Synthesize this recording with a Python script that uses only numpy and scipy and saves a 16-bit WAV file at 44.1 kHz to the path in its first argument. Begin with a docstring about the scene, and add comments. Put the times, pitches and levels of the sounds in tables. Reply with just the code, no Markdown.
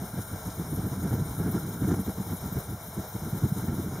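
"""A blower-fed burner fires into a small home-made furnace on a lawn, a couple of metres away.
From the start the flame flutters in uneven low surges over the blower's steady rush, while the air
tube rings hollowly and the nozzle hisses and spits. Pockets of fuel catch with a hard thump at 1.2 s
and again near 1.9 s, where the surges peak; the flame eases, then thumps three times around 3.4 s.
Throughout, the recorder adds a faint ring at 3-4 kHz and cuts three narrow bands out of the sound."""
import sys
import numpy as np
from scipy import signal
from scipy.fft import rfft, irfft
from scipy.io import wavfile
from scipy.ndimage import uniform_filter1d, map_coordinates

SR = 44100
rng = np.random.default_rng(int(sys.argv[2]) if len(sys.argv) > 2 else 0)


def materialize(psi):
    """Save the field psi as 16-bit PCM at rate SR to the path in sys.argv[1].

    A 1-D psi becomes a single channel; in a 2-D psi each row is a channel.
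    """
    bounded = np.clip(np.atleast_2d(psi).T, -1, 1)
    quanta = np.round(bounded * 32767).astype(np.int16)
    wavfile.write(sys.argv[1], SR, quanta)


N = 176400
TIME = np.arange(N) / SR
FREQS = np.arange(N // 2 + 1) * SR / N

# resonances of the blower housing (centre [Hz], width [Hz], boost [dB])
HOUSING_MODES = [(1346, 26, 7), (1395, 100, 5), (1585, 50, 5), (2175, 100, 7), (2340, 70, 4),
                 (5360, 150, 4), (5560, 80, 5), (6640, 170, 5)]


def undb(db):
    """Decibels to gain."""
    return 10 ** (np.asarray(db) / 20)


def ride(points):
    """A fader ride: straight lines in dB between (time, level) points."""
    return np.interp(TIME, *np.array(points).T)


def walk(rate):
    """Smooth random wobble of spread 1 that changes about rate times a second."""
    y = map_coordinates(rng.standard_normal(N // 20), [TIME * rate], order=3, mode="wrap")
    return y / y.std()


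def resonances(peaks):
    """Boost in dB that a set of resonances gives at each frequency."""
    return sum(db / (1 + (2 * (FREQS - hz) / width) ** 2) for hz, width, db in peaks)


def noise(spectrum, peaks=()):
    """Noise of rms 1 with a smooth spectrum and resonances on top."""
    f = FREQS + 1e-6
    hz, db = np.array(spectrum, float).T
    colour = undb(np.interp(np.log(f), np.log(hz), db) + resonances(peaks))
    roll_off = np.minimum(f / hz[0], 1) ** 2 * np.minimum(hz[-1] / f, 1) ** 2
    y = irfft(rfft(rng.standard_normal(N)) * colour * roll_off, N)
    return y / y.std()


def band(hz, width_hz, size=N):
    """Two unrelated noises of rms 1 in a bell-shaped band."""
    f = np.arange(size // 2 + 1) * SR / size
    bell = 1 / (1 + (1.4 * (f - hz) / width_hz) ** 2)
    y = irfft(rfft(rng.standard_normal((2, size))) * bell, size)
    return y / y.std()


def puffs(table):
    """Short swells of hiss, each in its own band, as two unrelated signals."""
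    size = 8192
    out = np.zeros((2, N + 2 * size))
    t = (np.arange(size) - size // 2) / SR
    for at, length, hz, width, db in table:
        start = int(at * SR) + size // 2
        out[:, start:start + size] += undb(db) * band(hz, width, size) * np.exp(-2 * (t / length) ** 2)
    return out[:, size:size + N]


def spread(mid, side):
    """Left and right from mid and side."""
    return np.array([mid + side, mid - side])


def ports(mid, side, likeness):
    """Hiss is only partly alike at the two ports, louder and a trace later on the left."""
    pan_db, lag_s = 5.5, 1.7e-5
    left, right = spread(np.sqrt((1 + likeness) / 2) * mid, np.sqrt((1 - likeness) / 2) * side)
    left = irfft(rfft(left) * np.exp(-2j * np.pi * FREQS * lag_s), N)
    return np.array([left * undb(pan_db / 2), right * undb(-pan_db / 2)])


def blower():
    """The bed: air rushes evenly through the ringing housing, with a light flutter."""
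    # tone of the rush in the centre (frequency [Hz], relative level [dB])
    mid_spectrum = [(60, 14.5), (200, -14), (450, 6), (545, 1), (640, 5), (950, 2.5), (1200, -3.5),
                    (1550, -6.5), (1720, -10), (2000, -12), (2350, -12.5), (3000, -19.5), (4300, -14.5),
                    (5400, -10.5), (6300, -11.5), (7500, -17), (9000, -17), (15500, -31)]
    # tone of the diffuse air that gives it width (frequency [Hz], relative level [dB])
    side_spectrum = [(20, -5), (60, -5), (130, -17), (280, -7), (600, -3.5), (1000, -1.5), (1500, -3.5),
                     (2100, -9), (3000, -7), (4200, -6.5), (5400, -16), (6500, -16), (8000, -15)]
    # slow drift of the rush (time [s], gain [dB])
    drift = [(0, -1), (.8, 1), (1.25, -0.5), (1.45, 1), (1.9, 0), (2.05, 0), (2.8, 0), (3.2, 0.5), (4, 1.5)]
    flutter_db, flutter_hz = 1.3, 21.78
    air = spread(undb(-44.5) * noise(mid_spectrum, HOUSING_MODES), undb(-59) * noise(side_spectrum))
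    return air * undb(ride(drift) + flutter_db * walk(flutter_hz))


def air_tube():
    """The air tube's resonances give a hollow ring that swells and fades."""
    # resonances of the tube (centre [Hz], width [Hz], relative level [dB])
    modes = [(1357, 92, -3), (1423, 77, -5), (1565, 110, -4.5)]
    # swell of the ring (time [s], level [dB])
    swell = [(0, -56.5), (.35, -52.5), (.56, -59), (.95, -55), (1.07, -49), (1.25, -58.5), (1.42, -49),
             (1.72, -57), (1.86, -49), (2.05, -62.5), (3.3, -58.5), (3.68, -54.5), (4, -59)]
    ring = sum(undb(db) * band(hz, width)[0] for hz, width, db in modes)
    return ring / ring.std() * undb(ride(swell))


def sizzles():
    """A fine fry at the nozzle: tiny puffs scattered in time, pitch and level."""
    per_s, length_s, width_hz = 100, .02, 300
    low_hz, high_hz, typical_db, scatter_db = 9000, 15500, -59, 5
    when, pitch, strength = rng.random((int(per_s * N / SR), 3)).T
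    centres = low_hz + pitch * (high_hz - low_hz)
    levels = typical_db + scatter_db * (2 * strength - 1)
    return puffs((at, length_s, hz, width_hz, db) for at, hz, db in zip(when * N / SR, centres, levels))


def nozzle():
    """The top end: the jet's flickering hiss, wavering whistles and sputtering spurts."""
    # tone of the steady hiss (frequency [Hz], relative level [dB])
    hiss_spectrum = [(2000, -28), (3300, -9.5), (4100, -8), (4800, -40), (6200, -8.5), (7200, -8.5),
                     (8300, -6), (9100, -6.5), (10200, -6), (11500, -2), (12300, -5.5), (12900, 2.5),
                     (13700, 1), (15500, -3.5)]
    # faint ringing at 3-4 kHz, maybe the recorder's own noise, and higher peaks; all of them ring in the hiss
    # and its spurts (centre [Hz], width [Hz], boost [dB])
    peaks = [(3120, 90, 6), (3674, 60, 10), (3808, 55, 10), (4026, 55, 10), (7200, 200, 6), (8637, 80, 5),
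             (9060, 130, 5), (9786, 130, 8), (10309, 80, 4), (10600, 150, 5), (11430, 80, 5),
             (12900, 120, 3), (13600, 150, 3), (14658, 60, 4)]
    # drift and brief dips of the hiss (time [s], gain [dB])
    drift = [(0, 0.5), (.49, 1), (.53, 1), (.57, 0.5), (2.6, 2), (2.745, 1), (2.775, -3), (2.87, 0.5),
             (2.99, 1.5), (3.04, -1.5), (3.1, 1.5), (3.55, 2), (4, -0.5)]
    # a faint whistling edge that holds, then dies away (time [s], level [dB])
    edge_fade = [(0, -60), (1.6, -57.5), (4, -97)]
    # faint whistles of the jet (centre [Hz], width [Hz], level [dB])
    whistle_bands = [(6620, 130, -65.5), (9950, 120, -66), (10660, 160, -64.5)]
    # spurts of hiss (time [s], length [s], centre [Hz], width [Hz], relative level [dB])
    spurt_cues = [(.217, 0.015, 12600, 5000, -40), (.22, .02, 6200, 2000, -46.5),
                  (.47, 0.037, 12000, 4000, -47), (.51, 0.035, 5500, 4000, -50),
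                  (.757, 0.032, 11400, 1100, -41.5), (.877, 0.016, 13200, 2500, -40),
                  (.99, .012, 12500, 4000, -52), (1.035, 0.0097, 11100, 4000, -42),
                  (1.094, .028, 11400, 1000, -47), (1.15, .03, 14400, 1300, -46),
                  (1.441, 0.016, 12500, 4000, -42), (1.498, 0.018, 11200, 1300, -45),
                  (1.519, 0.02, 13600, 3200, -40), (1.594, 0.016, 13000, 4500, -43),
                  (1.70, 0.02, 13800, 1500, -42), (1.92, 0.096, 6400, 1700, -50),
                  (1.95, 0.017, 11600, 1800, -42), (2.012, 0.02, 13000, 3500, -42.5),
                  (2.10, 0.027, 11200, 700, -47), (2.31, .012, 13500, 4000, -41),
                  (2.345, .035, 14800, 1800, -45), (2.378, 0.016, 10600, 700, -48.5),
                  (2.348, 0.04, 11400, 800, -45), (2.531, 0.02, 13700, 1800, -39.5),
                  (2.59, 0.024, 14200, 2500, -41), (2.645, 0.03, 9700, 1200, -50),
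                  (2.738, .022, 13000, 4000, -44), (3.09, 0.031, 14200, 1500, -40),
                  (3.486, 0.018, 14200, 2000, -40), (3.58, 0.035, 8300, 4000, -48),
                  (3.755, 0.03, 12500, 4040, -45)]
    flicker_db, flicker_hz = 1.45, 60
    waver_db, waver_hz = 2.5, 14
    spurt_gain_db, sputter_db, sputter_hz, spurt_colour = -4, 2.5, 157.6, .81
    flow = undb(ride(drift) + flicker_db * walk(flicker_hz))
    hiss = undb(-48.5) * ports(noise(hiss_spectrum, peaks), noise(hiss_spectrum, peaks), likeness=.32)
    edge = band(hz=9170, width_hz=260) * undb(ride(edge_fade) + waver_db * walk(waver_hz))
    whistles = sum(band(hz, width) * undb(db + waver_db * walk(waver_hz))
                   for hz, width, db in whistle_bands)
    spurts = puffs(spurt_cues) * undb(spurt_gain_db + sputter_db * walk(sputter_hz))
    spurts = irfft(rfft(spurts) * undb(spurt_colour * resonances(peaks)), N)
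    accents = edge + spurts + flow * (sizzles() + whistles)
    return flow * hiss + ports(*accents, likeness=.96)


def roar(spectrum, peaks=()):
    """Flame noise levelled to an even rms of 1, so the surges alone set its dynamics."""
    y = noise(spectrum, peaks)
    power = uniform_filter1d(uniform_filter1d(y ** 2, size=500), size=500)
    y = y / np.sqrt(power)
    return y / y.std()


def flame():
    """Turbulent burning: a boom that surges and sinks back, and a rasp that bites on strong surges."""
    # surges of the flame (time [s], length [s], relative level [dB])
    surges = [(.027,0.039,-33),(.142,0.018,-33.5),(.187,0.035,-28.5),(.34,0.04,-33),(.477,0.027,-30),(.603,0.035,-28.5),(.69,0.15,-39),(.733,0.034,-28),(.789,0.026,-26.5),(.856,0.045,-28),(.929,0.028,-30),(.983,0.036,-31.5),(1.055,0.061,-27.5),(1.135,0.038,-24),(1.2,0.044,-28),(1.26,0.017,-34),(1.315,0.069,-35),(1.35,1.3,-41),(1.403,0.036,-25),(1.474,0.063,-25.5),(1.556,0.047,-25),(1.656,0.11,-33),(1.729,0.17,-36.5),(1.832,0.039,-24),(1.888,0.027,-23),(1.918,0.026,-21),(1.943,0.011,-20),(1.993,0.046,-26),(2.086,0.033,-27),(2.195,0.039,-27),(2.271,0.032,-35),(2.323,0.046,-28.5),(2.458,0.06,-32),(2.529,0.016,-30),(2.573,0.03,-26.5),(2.698,0.035,-33.5),(2.735,0.029,-32),(2.885,0.013,-36.5),(2.989,0.034,-29),(3.156,0.02,-28),(3.232,0.019,-29.5),(3.272,0.043,-33),(3.36,0.042,-30.5),(3.447,0.034,-24),(3.495,0.049,-37.5),(3.582,0.041,-29.5),(3.641,0.032,-29.5),(3.692,0.027,-25),(3.735,0.036,-28.5),(3.793,0.044,-28),(3.866,0.06,-31),(3.927,0.041,-33),(3.985,0.087,-35)]
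    # tone of the low boom (frequency [Hz], relative level [dB])
    boom_spectrum = [(20, -28), (40, -31), (65, -7.5), (95, 0), (195, -1.5), (230, -12), (330, -17.5),
                     (480, -39)]
    # tone of the brighter rasp (frequency [Hz], relative level [dB])
    rasp_spectrum = [(150, -4.5), (255, 2), (310, 0.5), (380, -5), (460, -7), (545, -25), (680, -19),
                     (1100, -24.5), (1500, -31.5), (1800, -30), (2100, -39.5), (3000, -41)]
    # weight of the deepest rumble within the boom (time [s], gain [dB])
    sub_weight = [(0, 4.5), (.8, -0.5), (1.25, 4), (1.55, -10), (1.95, -8), (2.15, -5), (2.6, 1),
                  (3.3, 0.5), (3.9, -4.5)]
    floor_db, typical_db, boom_gain_db, rasp_gain_db = -45.5, -28.5, -1, -7
    sub_hz, rasp_growth = 91, 1.39
    steepness = 2.38  # of a surge's flanks: 2 is a bell, more is squarer
    power = undb(floor_db) ** 2
    for at, length, db in surges:
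        flank = np.abs(2 * (TIME - at) / length) ** steepness
        power += undb(db) ** 2 * np.exp(-np.minimum(flank, 20))
    strength = np.sqrt(power)
    boom = undb(boom_gain_db) * strength * roar(boom_spectrum)
    sub = signal.sosfiltfilt(signal.butter(2, sub_hz, fs=SR, output="sos"), boom)
    boom += sub * (undb(ride(sub_weight)) - 1)
    bite = (strength / undb(typical_db)) ** rasp_growth
    rasp = undb(typical_db + rasp_gain_db) * bite * roar(rasp_spectrum, HOUSING_MODES)
    return boom + rasp


def thumps():
    """A pocket of fuel catches at once and pushes out a short pressure wave."""
    # hard thumps of the flame (time [s], pitch [Hz], peak [dB])
    hits = [(1.223, 143, -19), (1.855, 150, -16), (3.333, 150, -19.5), (3.4425, 130, -11.5),
            (3.525, 153, -15.5)]
    half_width_cycles = .75
    out = np.zeros(N)
    for at, hz, db in hits:
        cycles = (TIME - at) * hz
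        envelope = np.exp(-np.minimum((cycles / half_width_cycles) ** 2, 20))
        out += undb(db) * np.cos(2 * np.pi * cycles) * envelope
    return out


def scene():
    """The burner in the open air, with no echo."""
    channel_gain = undb([[-.125], [.125]])  # the recorder's right channel is a hair louder
    return (flame() + thumps() + air_tube()) * channel_gain + blower() + nozzle()


def record(dry):
    """The recorder notches narrow bands out, the highest only partly, and cuts the top."""
    # deep cuts, the upper two merging into one band (centre [Hz], width [Hz])
    notches = [(2595, 355), (4520, 234), (4650, 167)]
    soft_share, top_hz = .92, 15600

    def notch(x, hz, width_hz):
        return signal.lfilter(*signal.iirnotch(hz, hz / width_hz, fs=SR), x)

    for hz, width in notches:
        dry = notch(notch(dry, hz, width), hz, width)
    dry = dry + soft_share * (notch(dry, hz=7905, width_hz=490) - dry)
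    return signal.sosfilt(signal.ellip(12, .2, 80, top_hz, fs=SR, output="sos"), dry)


dry = scene()
out = record(dry)
materialize(out)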